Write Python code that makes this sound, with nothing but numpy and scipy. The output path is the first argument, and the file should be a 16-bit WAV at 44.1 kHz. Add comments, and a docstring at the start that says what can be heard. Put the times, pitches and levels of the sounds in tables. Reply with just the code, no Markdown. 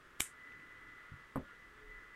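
"""A small fan whirs, its blade-rate whine swelling and fading throughout. Almost at once steel scissors
snip a cotton thread close to the microphone: the impact excites the blades' modes, and a small room
reverberates. Later a hand bumps the cloth-covered desk softly, the scissors are put down with a dull
knock of the desk's modes, and fingers handle the crochet work with a faint friction noise."""
import sys
import numpy as np
from scipy import signal
from scipy.fft import rfft, irfft, next_fast_len
from scipy.io import wavfile
from scipy.ndimage import map_coordinates

SR = 44100
rng = np.random.default_rng(int(sys.argv[2]) if len(sys.argv) > 2 else 0)


def generate_wav(signal):
    """Clip the signal to [-1, 1] and save it as 16-bit WAV at the path in sys.argv[1]."""
    frames = np.transpose(np.atleast_2d(signal))
    scaled = np.clip(frames, -1, 1) * 32767
    pcm = np.round(scaled).astype(np.int16)
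    wavfile.write(sys.argv[1], SR, pcm)


N = 94815
TIME = np.arange(N) / SR
SNIP_S = 0.205  # the blades first meet


def amp(db):
    """Decibels to amplitude ratio."""
    return 10 ** (np.asarray(db) / 20)

def along(points, hz):
    """Interpolation of (frequency, value) points on a log-frequency axis."""
    freqs, values = np.transpose(points)
    return np.interp(np.log(hz + 1), np.log(freqs + 1), values)

def envelope(rows):
    """Amplitude envelope through (time, level) points."""
    return amp(np.interp(TIME, *np.transpose(rows)))

def wobble(rate):
    """Smooth random modulation, `rate` knots a second."""
    return map_coordinates(rng.standard_normal(N // 40), [TIME * rate], mode="mirror")

def filtered(x, response):
    """Linear filtering: the spectrum of x times a frequency response."""
    size = next_fast_len(N + SR // 2)
    return irfft(rfft(x, size) * response(np.fft.rfftfreq(size, 1 / SR)), size)[:N]

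def noise(colour):
    """White noise shaped to a relative spectrum, at rms 1."""
    x = filtered(rng.standard_normal(N), lambda hz: amp(along(colour, hz)))
    return x / np.sqrt(np.mean(x ** 2) + 1e-20)

def fade(t, t60):
    """Exponential decay, 60 dB in t60 seconds."""
    return np.exp(-np.log(1000) * t / t60)

def at(start, x):
    """Delay of x by `start` seconds."""
    return np.pad(x, (max(round(start * SR), 0), 0))[:N]

def ring(modes, alternate=False):
    """Modal superposition: damped sines, optionally of alternating polarity."""
    sign = -1 if alternate else 1
    return sum(sign ** k * amp(db) * fade(TIME, t60) * np.sin(2 * np.pi * hz * TIME)
               for k, (hz, db, t60) in enumerate(modes))

def impulse(colour, size=2048):
    """Minimum-phase click of a given spectrum, from the folded cepstrum."""
    cepstrum = irfft(np.log(amp(along(colour, np.fft.rfftfreq(size, 1 / SR)))))
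    cepstrum[1:size // 2] *= 2
    cepstrum[size // 2 + 1:] = 0
    return np.pad(irfft(np.exp(rfft(cepstrum))), (0, N - size))

def soften(x, cutoff_hz):
    """A compliant contact acts as a low-pass filter."""
    return signal.sosfilt(signal.butter(3, cutoff_hz, fs=SR, output="sos"), x)


# background spectrum (frequency [Hz], relative level [dB])
FLOOR_SPECTRUM = [(20, -1.5), (40, 0), (80, -5), (200, -8), (420, -5.5), (750, -16.5), (1500, -8.5),
                  (4000, -23.5), (8000, -28.5), (15000, -36.5)]

def noise_floor():
    """Stationary broadband noise, strongest in the bass."""
    return amp(-65) * noise(FLOOR_SPECTRUM)


# air noise of the whir and around the whine (frequency [Hz], relative level [dB])
WHIR_SPECTRUM = [(700, -22.5), (1000, -9), (1300, 1.5), (1550, -3.5), (1880, -1.5), (2080, -5.5),
                 (2300, -14), (3400, -16), (4400, -29), (8000, -62)]
HISS_SPECTRUM = [(1500, -39), (1800, -1.5), (1900, -1), (1995, -0.5), (2070, -5.5), (2200, -10.5),
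                 (2600, -43)]
# envelopes of the whir, the whine, and the fifth harmonic relative to the whir (time [s], level [dB])
WHIR_LEVEL = [(0, -64.5), (.3, -63.5), (.48, -61), (.6, -62.5), (.94, -61), (1.12, -61.5), (1.3, -61.5),
              (1.42, -64), (1.49, -59.5), (1.58, -62.5), (1.72, -64.5), (1.79, -59.5), (1.86, -66),
              (1.95, -61.5), (2.15, -63.5)]
WHINE_LEVEL = [(0, -89), (.17, -104), (.26, -61), (.32, -67.5), (.42, -58.5), (.5, -55.5), (.6, -59.5),
               (.72, -60.5), (.8, -59), (1.0, -60.5), (1.15, -65), (1.33, -65.5), (1.44, -74.5),
               (1.56, -66.5), (1.65, -61.5), (1.73, -72.5), (1.85, -65.5), (1.92, -54.5), (2.04, -63),
               (2.15, -56)]
FIFTH_LEVEL = [(0, -17), (.3, -8), (.5, -6), (.75, -13.5), (1.1, -2.5), (1.3, -23), (1.48, 1), (1.67, -20),
               (1.79, -5), (2.15, -9.5)]

def fan(blade_hz=285.03):
    """Harmonics of the blade-passing frequency, slightly unsteady, ride on turbulent air noise."""
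    def harmonic(order):
        flutter = amp(wobble(25.14))
        phase = 2 * np.pi * order * blade_hz * TIME + 0.18 * wobble(25.15)
        return np.sqrt(2) * flutter * np.sin(phase)
    whir = noise(WHIR_SPECTRUM) + envelope(FIFTH_LEVEL) * harmonic(5) + amp(-9.5) * harmonic(6)
    whine = harmonic(7) + amp(-8.5) * noise(HISS_SPECTRUM)
    return envelope(WHIR_LEVEL) * whir + envelope(WHINE_LEVEL) * whine


def swell(centre, half_width):
    """Gaussian envelope, 17 dB down at `half_width` seconds from its centre."""
    return np.exp(-2 * ((TIME - centre) / half_width) ** 2)

def hum(hz=425):
    """A faint tone with random phase modulation swells and passes."""
    phase = 2 * np.pi * hz * TIME + 0.42 * wobble(30.35)
    return amp(-62) * swell(1.871, 0.18) * np.sin(phase)


# finger strokes (time [s], half-width [s], rumble level [dB], rustle level [dB])
RUBS = [(0.57, 0.13, -92, -65), (0.846, 0.19, -69, -70.5), (1.433, 0.036, -55.5, -64.5),
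        (1.917, 0.3, -60.5, -73.5)]
# fingernail contacts (time [s], level [dB])
NAIL_TICKS = [(0.52, -58), (.598, -60), (1.05, -62)]
# spectra of the three handling noises (frequency [Hz], relative level [dB])
RUMBLE_SPECTRUM = [(20, -2), (36, 9), (55, -13), (100, -23), (300, -54)]
RUSTLE_SPECTRUM = [(40, -25), (100, 2), (140, 1), (210, -15), (290, 4.5), (450, -19), (800, -39),
                   (3000, -61)]
NAIL_SPECTRUM = [(300, -24), (1200, -16), (2400, 15), (3700, -4), (5000, -30), (12000, -37)]

def fingers():
    """Sliding friction on cloth gives swells of noise; nail impacts give short bursts."""
    rumble = noise(RUMBLE_SPECTRUM) * sum(amp(db) * swell(s, width) for s, width, db, _ in RUBS)
    rustle = noise(RUSTLE_SPECTRUM) * sum(amp(db) * swell(s, width) for s, width, _, db in RUBS)
    nails = sum(at(s, amp(db) * noise(NAIL_SPECTRUM) * fade(TIME, t60=0.019)) for s, db in NAIL_TICKS)
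    return rumble + rustle + nails


# the hand meets the desk (time [s], level [dB])
BUMPS = [(1.118, -48), (1.137, -49.5)]
# low desk modes (frequency [Hz], relative level [dB], T60 [s])
BUMP_MODES = [(44.8, -24, .1), (94, 4.5, 0.075), (138.3, -1.5, 0.24), (237, -5, .05)]

def hand_bumps():
    """A soft impact excites only the desk's low modes."""
    bump = soften(ring(BUMP_MODES), cutoff_hz=256)
    return sum(at(s, amp(db) * bump) for s, db in BUMPS)


# the scissors meet the desk (time [s], knock gain [dB], cutoff [Hz], tick level [dB])
KNOCKS = [(1.358, -1, 1640, -48.5), (1.365, -7, 606, -58), (1.3719, -4.5, 1130, -58),
          (1.3802, -1, 340, -68), (1.3965, -14, 504, -89)]
# desk modes (frequency [Hz], level [dB], T60 [s])
DESK_MODES = [(76, -48.5, 0.21), (146, -46.5, 0.19), (223, -47, 0.19), (269.3, -34.5, 0.12),
              (378.3, -41, 0.11), (502, -39, 0.032), (622, -46, 0.089), (869, -44.5, 0.055),
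              (1052, -32, 0.021), (1190, -34.5, 0.016), (1433, -56, 0.02)]
# spectra of the blades' tick and the desk's rattle (frequency [Hz], relative level [dB])
TICK_SPECTRUM = [(2000, -26), (6500, -25), (8200, 4), (9500, -11), (11000, 6), (12300, 7.5), (14000, -23),
                 (16000, -35)]
RATTLE_SPECTRUM = [(30, -15), (150, -24), (550, 6), (750, -7), (1200, -11), (1600, -15.5), (3000, -30.5),
                   (8000, -54)]

def scissors_put_down(tick_attack_s=0.00048):
    """Impacts cushioned by cloth excite the desk's modes; the blades tick and the desk rattles."""
    wood, knocks = ring(DESK_MODES), np.zeros(N)
    tick_shape = fade(TIME, t60=0.015) * (1 - np.exp(-TIME / tick_attack_s))
    for start, knock_db, cutoff_hz, tick_db in KNOCKS:
        knock = amp(knock_db) * soften(wood, cutoff_hz)
        tick = amp(tick_db) * noise(TICK_SPECTRUM) * tick_shape
        knocks += at(start, knock + tick)
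    rattle = amp(-39.5) * noise(RATTLE_SPECTRUM) * fade(TIME, t60=0.18)
    return knocks + at(KNOCKS[0][0], rattle)


# spectrum of the snip's tail, shared by the scrape (frequency [Hz], relative level [dB])
TAIL_SPECTRUM = [(100, -5), (700, -26), (1400, -1), (3000, -7.5), (4400, -16), (6300, -6.5), (7500, 1.5),
                 (9000, 3.5), (12000, -1.5), (13500, -11), (16000, -40)]
# the room's initial decay (frequency [Hz], T60 [s])
ROOM_T60 = [(200, 0.27), (2500, 0.32), (8500, 0.24), (12000, 0.16), (15000, .16)]

def reverberation(delay_s=0.004, build_s=0.011, fall_s=0.12):
    """The snip's diffuse field: each noise band decays at its own rate, all faster towards fall_s."""
    hz, times, bands = signal.stft(noise(TAIL_SPECTRUM), SR, nperseg=256)
    decay = fade(times, along(ROOM_T60, hz)[:, None])
    tail = signal.istft(bands * decay, SR)[1][:N]
    shape = (1 - np.exp(-TIME / build_s)) * np.exp(-(TIME / fall_s) ** 4)
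    return at(SNIP_S + delay_s, amp(-38) * tail * shape)


# peaks of the scrape (time [s], level [dB])
SCRAPES = [(0.2116, -41), (0.2195, -38.5), (0.229, -45)]

def blade_scrape():
    """Friction between the shut blades gives brief peaks of bright noise."""
    return noise(TAIL_SPECTRUM) * sum(amp(db) * fade(abs(TIME - s), t60=0.018) for s, db in SCRAPES)


# echoes from near walls (delay [s], gain [dB])
WALL_ECHOES = [(.008, -20), (.0118, -14), (.0142, -15), (.0152, -23)]

def early_reflections(direct, cutoff_hz=4000):
    """Specular reflection: near walls return delayed, high-passed copies."""
    bright = signal.sosfilt(signal.butter(1, cutoff_hz, "high", fs=SR, output="sos"), direct)
    return sum(at(delay, amp(db) * bright) for delay, db in WALL_ECHOES)


# modes of the plastic handles (frequency [Hz], level [dB], T60 [s])
HANDLE_MODES = [(75, -43.5, 0.041), (348, -39.5, 0.019), (482, -40.5, 0.016)]

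def handle_thump():
    """Heavily damped low modes sound as the handles meet."""
    return at(SNIP_S, ring(HANDLE_MODES))


# blade contacts (time [s], level [dB])
CONTACTS = [(.205, -6), (0.2062, -17), (.2067, -15)]
# blade modes (frequency [Hz], level [dB], T60 before clamping [s])
BLADE_MODES = [(2320, -24.5, 0.029), (3010, -27, .03), (3690, -29.5, 0.022), (5180, -34.5, .02),
               (6300, -33, 0.023), (7120, -27.5, 0.03), (8150, -27, 0.018), (9150, -35.5, .02),
               (9900, -34.5, 0.017), (10900, -42, .02), (11800, -34, 0.018), (12500, -36, .02)]
# spectrum of the contacts and the lead-in hiss (frequency [Hz], relative level [dB])
CRACK_SPECTRUM = [(60, -5.5), (250, -2.5), (480, 1), (800, -6), (1300, 0), (1800, -6.5), (2700, -1.5),
                  (4500, -4), (8000, -4.5), (12200, -5), (13500, -13), (16000, -24)]

def snip(hiss_peak_s=0.2028, clamp_s=0.0028):
    """A brief hiss swells into the clack: impact rings the blades' modes until clamping damps them."""
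    clamp = np.exp(-(TIME / clamp_s) ** 4)
    clack = at(SNIP_S, ring(BLADE_MODES, alternate=True) * clamp)
    crack = impulse(CRACK_SPECTRUM)
    for start, db in CONTACTS:
        grind = amp(-28) * noise(CRACK_SPECTRUM) * fade(TIME, t60=0.0086)
        clack += at(start, amp(db) * (crack + grind))
    hiss_t60 = np.where(TIME < hiss_peak_s, 0.018, 0.011)  # rise, then fall
    lead_in_hiss = amp(-37.5) * noise(CRACK_SPECTRUM) * fade(abs(TIME - hiss_peak_s), hiss_t60)
    return lead_in_hiss + clack + early_reflections(clack)


def scene():
    """Superposition of all sources at one microphone."""
    cut = snip() + handle_thump() + blade_scrape() + reverberation()
    handling = scissors_put_down() + hand_bumps() + fingers()
    background = hum() + fan() + noise_floor()
    return (cut + handling + background)[None]

def record(dry):
    """Band limiting: an ideal low-pass removes everything above 15.8 kHz."""
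    return np.array([filtered(channel, lambda hz: hz < 15800) for channel in dry])


dry = scene()
out = record(dry)
generate_wav(out)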